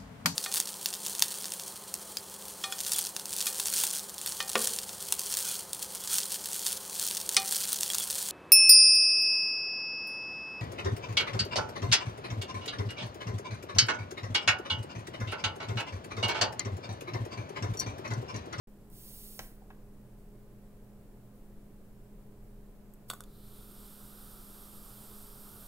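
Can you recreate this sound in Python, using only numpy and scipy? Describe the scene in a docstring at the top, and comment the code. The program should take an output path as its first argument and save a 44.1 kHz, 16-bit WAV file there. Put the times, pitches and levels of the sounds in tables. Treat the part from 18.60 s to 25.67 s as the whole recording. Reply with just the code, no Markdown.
"""Ventilation hums in a laboratory throughout. At 0.3 s a hand slides over the bench, dry skin hissing;
from 0.8 s it knocks three times, and the bench top thuds. The fingers shift and tick faintly.
At 4.5 s pieces of a tablet drop into a beaker of hot water: they snap, ring the glass, slap the water
and drag an air pocket under, which plops. From 4.6 s they give off gas, and countless tiny bursts
swell to a fine, even fizz in the resonances of the beaker."""
import sys
import numpy as np
from scipy import signal
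from scipy.fft import rfft, irfft
from scipy.io import wavfile

SR = 44100
rng = np.random.default_rng(int(sys.argv[2]) if len(sys.argv) > 2 else 0)


def pcm_store(signal):
    """Save signal as 16-bit PCM."""
    levels = np.round(np.clip(np.atleast_2d(signal), -1, 1) * 32767)
    wavfile.write(sys.argv[1], SR, levels.astype(np.int16).T)


N = 311787
T = np.arange(N) / SR
HZ = np.fft.rfftfreq(N, 1 / SR)


def amp(db):
    """Decibels to gain."""
    return 10 ** (np.asarray(db) / 20)


def unit(x):
    """Scales to rms 1."""
    return x / np.sqrt(np.mean(x ** 2) + 1e-30)


def read(points, hz):
    """Interpolates a table on a log-frequency axis."""
    table_hz, value = np.transpose(points)
    return np.interp(np.log(hz + 1), np.log(table_hz), value)


def colour(x, gain):
    """Filters by a gain per frequency."""
    return irfft(rfft(x) * gain, N)


def drift(rate_hz):
    """Slow random signal, rms 1."""
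    return unit(colour(rng.standard_normal(N), np.exp(-(HZ / rate_hz) ** 2)))


def noise_pair(likeness):
    """Stereo white noise; likeness, clipped to +-1, is the left-right correlation."""
    same = np.clip(read(likeness, HZ), -1, 1)
    mid, side = rng.standard_normal((2, N))
    mid = colour(mid, np.sqrt((1 + same) / 2))
    side = colour(side, np.sqrt((1 - same) / 2))
    return np.array([mid + side, mid - side])


def resonate(x, hz, width_hz):
    """Two-stage resonance of gain 1; its pitch may move."""
    turn = np.exp(2j * np.pi * np.cumsum(hz * np.ones(N)) / SR)
    pole = np.exp(-np.pi * width_hz * np.sqrt(2) / SR)
    baseband = signal.lfilter([(1 - pole) ** 2], [1, -2 * pole, pole * pole], x / turn)
    return 2 * (turn * baseband).real


def ring(modes):
    """Decaying modes of a struck body."""
    t = T[:SR // 2]
    return sum(amp(db - 60 * t / t60_s) * np.sin(2 * np.pi * hz * t) for hz, db, t60_s in modes)


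def lean(x, balance):
    """Pans band by band."""
    half_db = read(balance, HZ) / 2
    return colour(x, amp([half_db, -half_db]))


def from_side(x, lag_s=0.00013):
    """Sound from the side reaches the left microphone later; the top octave stays in step."""
    turn = np.exp(1j * np.pi * np.minimum(HZ * lag_s, 1))
    return colour(x, np.array([turn ** -2, np.ones(len(HZ))]))


def room(x, early_db, late_db, early_t60_s=0.05):
    """Adds quick reflections from the bench, then the tail of the laboratory."""
    # tail decay (frequency [Hz], t60 [s])
    decay = [(250, .5), (1000, .45), (2500, .4), (4000, .3), (8000, .3), (15000, .28)]
    # reflections (frequency [Hz], left-right likeness [1])
    likeness = [(300, 0.42), (1000, 1), (2200, 0.69), (4500, 0.37), (6800, 1), (15000, 0.58)]
    t = T[:SR // 2]
    hz, frame_s, spectra = signal.stft(noise_pair(likeness)[:, :len(t)], SR, nperseg=256)
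    spectra = spectra * amp(-60 * frame_s / read(decay, hz)[:, None])
    late = signal.istft(spectra, SR, nperseg=256)[1][:, :len(t)] * (t > .008)
    early = noise_pair(likeness)[:, :len(t)] * amp(-60 * t / early_t60_s) * (t > .0015)
    echo = amp(late_db) * late / np.linalg.norm(late[0])
    echo += amp(early_db) * early / np.linalg.norm(early[0])
    return x + signal.fftconvolve(x[None], echo, axes=1)[:, :N]


def ventilation(air_db=-53.5, waver_hz=5):
    """Duct rumble, air noise, microphone hiss; wavering fan and mains tones, thin whine, light buzz."""
    # duct noise, microphone hiss above 7 kHz (frequency [Hz], relative density [dB])
    spectrum = [(12, -2.5), (20, -5), (32, -5), (45, -12.5), (65, -16), (130, -15.5), (180, -16),
                (250, -20), (430, -21.5), (560, -26.5), (1000, -36), (1700, -40.5), (3500, -47.5),
                (6500, -49), (7200, -49), (15500, -46.5)]
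    # the same noise (frequency [Hz], left-right likeness [1])
    likeness = [(40, 0.94), (300, 0.89), (1000, 0.51), (2000, 0.054), (6600, .02), (7100, 1)]
    # fan and mains tones, electronic whine at 8 kHz (frequency [Hz], level [dB], waver depth [1])
    tones = [(30.2, -57, 0.5), (121, -64.5, 0.66), (205.8, -59.5, 0.08), (356.4, -79, 1),
             (412.8, -69.5, 0.32), (546.6, -79.5, .5), (605, -79.5, 0.3), (1030, -87, 0.6),
             (8000, -95, 0.7)]
    # lights (mains ripple [Hz], harmonic level at 1 kHz [dB], fall [dB/octave])
    buzz = (120.05, -88.5, 9.3)
    # whole background (frequency [Hz], left minus right [dB])
    balance = [(60, 0.5), (200, -1.8), (500, -1.2), (2000, -1.2), (5000, 0)]
    out = amp(air_db) * unit(colour(noise_pair(likeness), amp(read(spectrum, HZ))))
    for hz, db, depth in tones:
        in_phase, quadrature = 1 + depth * drift(waver_hz), depth * drift(waver_hz)
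        phase = 2 * np.pi * (hz * T + rng.random())
        out += amp(db) * unit(in_phase * np.cos(phase) + quadrature * np.sin(phase))
    ripple_hz, buzz_db, fall_db = buzz
    for hz in ripple_hz * np.arange(6, 16):
        peak = np.sqrt(2) * amp(buzz_db - fall_db * np.log2(hz / 1e3))
        out += peak * np.sin(2 * np.pi * (hz * T + rng.random()))
    return lean(out, balance)


def stroke(length_s, speed_exponent=0.37, release_s=0.031):
    """Gain of one stroke: hand speed rises and falls in one arch, then the hiss dies away."""
    speed = np.sin(np.pi * np.minimum(T[:SR] / length_s, 1)).clip(0)
    pole = np.exp(-1 / (release_s * SR))
    power = signal.lfilter([1 - pole], [1, -pole], (speed ** speed_exponent) ** 2)
    return np.sqrt(power / power.max())


def hand():
    """Dry skin hisses: the arm slides off the bench, fingers shift, the hand reaches out and lets go."""
    # rubs (start [s], length [s], level [dB])
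    strokes = [(0.301, 0.56, -49), (1.567, 0.018, -74), (2.727, 0.04, -72), (3.68, 0.34, -79),
               (4.48, 0.019, -52.5)]
    # skin hiss (frequency [Hz], relative density [dB])
    spectrum = [(700, -28), (1600, -18), (3000, -9.5), (4500, -4.5), (6000, -7), (7500, -5.5), (9000, 0),
                (11000, -1.5), (14500, 2), (16000, 2)]
    # skin hiss (frequency [Hz], left-right likeness [1])
    likeness = [(500, .9), (1400, .88), (2300, .7), (4500, .8), (6500, .97), (9000, .76), (15000, .76)]
    envelope = np.zeros(N)
    for start_s, length_s, db in strokes:
        add(envelope, start_s, amp(db) * stroke(length_s))
    return envelope * unit(colour(noise_pair(likeness), amp(read(spectrum, HZ))))


def add(mix, start_s, sound):
    """Mixes a sound in at start_s."""
    part = mix[round(start_s * SR):][:len(sound)]
    part += sound[:len(part)]


def knocks(thud_t60_s=0.051, modes_db=-2):
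    """A hard click, then the crowded modes of the bench top die as a dry thud."""
    # knocks (time [s], thud gain [dB], thud low edge [Hz], thud high edge [Hz], click gain [dB])
    hits = [(0.7924, -37.5, 278, 2600, -29), (1.0175, -49.5, 447, 900, -80),
            (1.1032, -45.5, 750, 2040, -62)]
    # two clearest bench modes (frequency [Hz], relative level [dB], t60 [s])
    bench_modes = [(768, -2, 0.05), (1633, -8, .07)]
    # hard contact (frequency [Hz], relative level [dB], t60 [s])
    click_modes = [(1930, -11, 0.0065), (3058, -13, 0.035), (4150, -11, 0.014), (5660, 3.5, 0.0025),
                   (6650, -6, 0.0026), (9100, -11, .004), (11900, -7, 0.0026), (14500, -11, .003)]
    out, t = np.zeros(N), T[:SR // 2]
    for time_s, thud_db, low_hz, high_hz, click_db in hits:
        crowded = 2 * rng.standard_normal(len(t)) * amp(-60 * t / thud_t60_s)
        band = signal.butter(2, [low_hz, high_hz], "bandpass", fs=SR)
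        thud = signal.lfilter(*band, crowded + amp(modes_db) * ring(bench_modes))
        add(out, time_s, amp(thud_db) * thud + amp(click_db) * ring(click_modes))
    return out


def ticks(band_hz=(8500, 14500), t60_s=0.0043):
    """Fingers and nails flick: tiny, bright treble ticks."""
    # flicks (time [s], gain [dB])
    flicks = [(0.301, -50), (4.338, -46), (4.4892, -52)]
    out, t = np.zeros(N), T[:SR // 20]
    for time_s, db in flicks:
        add(out, time_s, amp(db - 60 * t / t60_s) * rng.standard_normal(len(t)))
    return 2 * signal.lfilter(*signal.butter(3, band_hz, "bandpass", fs=SR), out)


def tablet(snap_attack_s=0.0003, snap_t60_s=0.008):
    """Each piece snaps dryly, rings the water-damped glass and slaps the water."""
    # impacts (time [s], glass gain [dB], slap gain [dB], snap gain [dB])
    pieces = [(4.5008, -31, -72, -47), (4.5026, -35.5, -33, -34), (4.5077, -44, -56, -57),
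              (4.5122, -48, -38.5, -41), (4.5358, -50, -39.5, -39), (4.606, -51.5, -42.5, -37.5),
              (4.6376, -56, -75, -46)]
    # glass wall (frequency [Hz], relative level [dB], t60 [s])
    glass_modes = [(3068, -10, .016), (3510, 0, .02), (3800, -8, .018), (4447, -7, .022), (6400, -29, .25),
                   (7004, -12, .035), (7990, 2, .013), (8134, -19, .05), (9146, -7, .015),
                   (10050, -9, .012), (11350, -11, .012), (12310, -16, .02), (13300, -13, .02)]
    # air above the water (frequency [Hz], relative level [dB], t60 [s])
    cavity_modes = [(760, -37, 0.11), (1225, -15, 0.055), (1334, 2.5, 0.014), (1460, -15, 0.05),
                    (2000, -13, 0.0058)]
    # dry snap (frequency [Hz], relative density [dB])
    spectrum = [(1000, -28), (4000, -3), (7500, 5), (11500, 4), (14500, 2), (16000, -3)]
    out, glass, cavity = np.zeros(N), ring(glass_modes), ring(cavity_modes)
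    grit = unit(colour(rng.standard_normal(N), amp(read(spectrum, HZ))))
    t = T[:len(glass)]
    envelope = 1.3 * (1 - np.exp(-t / snap_attack_s)) * amp(-60 * t / snap_t60_s)
    for time_s, glass_db, slap_db, snap_db in pieces:
        snap = grit[round(time_s * SR):][:len(t)] * envelope
        add(out, time_s, amp(glass_db) * glass + amp(slap_db) * cavity + amp(snap_db) * snap)
    return out


def plop(rise_s=0.0024):
    """A trapped air pocket rings and rises in pitch as it nears the surface."""
    # air pocket (time [s], level [dB], first pitch [Hz], last pitch [Hz], t60 [s])
    pocket = (4.533, -40, 860, 1130, .042)
    time_s, db, first_hz, last_hz, t60_s = pocket
    out, t = np.zeros(N), T[:SR // 4]
    hz = last_hz + (first_hz - last_hz) * np.exp(-t / rise_s)
    add(out, time_s, amp(db - 60 * t / t60_s) * np.sin(2 * np.pi * np.cumsum(hz) / SR))
    return out


def gas_flow(tau_s, start_s=4.632):
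    """The wetted pieces give off gas: a rise from 0 that levels off at 1."""
    return 1 - np.exp(-np.maximum(T - start_s, 0) / tau_s)


def fizz(spray_db=-55, water_db=-68.5, churn_db=-66.5, surge_db=0.4):
    """Tiny bursts merge into a hiss, bubbly water rings, larger bubbles churn around the pieces."""
    # beaker resonances (frequency [Hz], width [Hz], relative gain [dB])
    resonances = [(1282, 280, 2.5), (4950, 1520, -7), (8350, 2300, -5.5), (9400, 1240, -1.5),
                  (12460, 1700, 1), (14100, 3000, -5)]
    # fizz (frequency [Hz], left-right likeness [1])
    likeness = [(500, 0.7), (1400, 0.7), (2300, 0.9), (3600, 0.46), (4700, 1.7), (8500, 2.8), (11000, -0.2),
                (13000, 1.3), (15500, .85)]
    clear_hz, cloudy_hz = 4140, 3484  # gas softens the water, so its resonance sinks
    water_hz = clear_hz + (cloudy_hz - clear_hz) * gas_flow(tau_s=0.25)
    wander = 1 + .012 * drift(rate_hz=2.5)
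    spray = sum(amp(db) * resonate(noise_pair(likeness), hz * wander, width_hz)
                for hz, width_hz, db in resonances)
    water = resonate(noise_pair(likeness), water_hz * wander, width_hz=1060)
    churn = resonate(noise_pair(likeness), hz=865, width_hz=500)
    surge = amp(surge_db * drift(rate_hz=9))  # gas leaves unevenly
    return surge * (amp(spray_db) * gas_flow(tau_s=0.41) * unit(spray)
                    + amp(water_db) * gas_flow(tau_s=0.12) * unit(water)
                    + amp(churn_db) * gas_flow(tau_s=0.71) * unit(churn))


def scene():
    """Rubs and knocks at the side, finger ticks and beaker ahead, over the ventilation."""
    # rubs and knocks (frequency [Hz], left minus right [dB])
    aside_balance = [(300, 0.5), (2400, -0.5), (4400, -0.5), (6800, 1), (9500, -7), (12300, -4.5),
                     (15000, -4)]
    # ticks and beaker sounds (frequency [Hz], left minus right [dB])
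    ahead_balance = [(500, -1), (2700, -1.5), (3750, 3.5), (4800, -0.5), (8400, -0.3), (9900, -9.5),
                     (12000, -10), (13300, -6), (14800, 0)]
    aside = from_side(hand() + room(knocks(), early_db=-8, late_db=-9.5))
    ahead = room(ticks() + tablet() + plop(), early_db=-8, late_db=-16) + fizz()
    return lean(aside, aside_balance) + lean(ahead, ahead_balance) + ventilation()


def record(dry, open_s=0.072, cutoff_hz=15780):
    """The input opens after a moment of silence; a steep low-pass limits the band."""
    gate = np.clip((T - open_s) * SR / 64, 0, 1)
    lowpass = signal.firwin(1023, cutoff_hz, window=("kaiser", 8), fs=SR)
    return signal.oaconvolve(dry * gate, lowpass[None], "same")


dry = scene()
out = record(dry)
pcm_store(out)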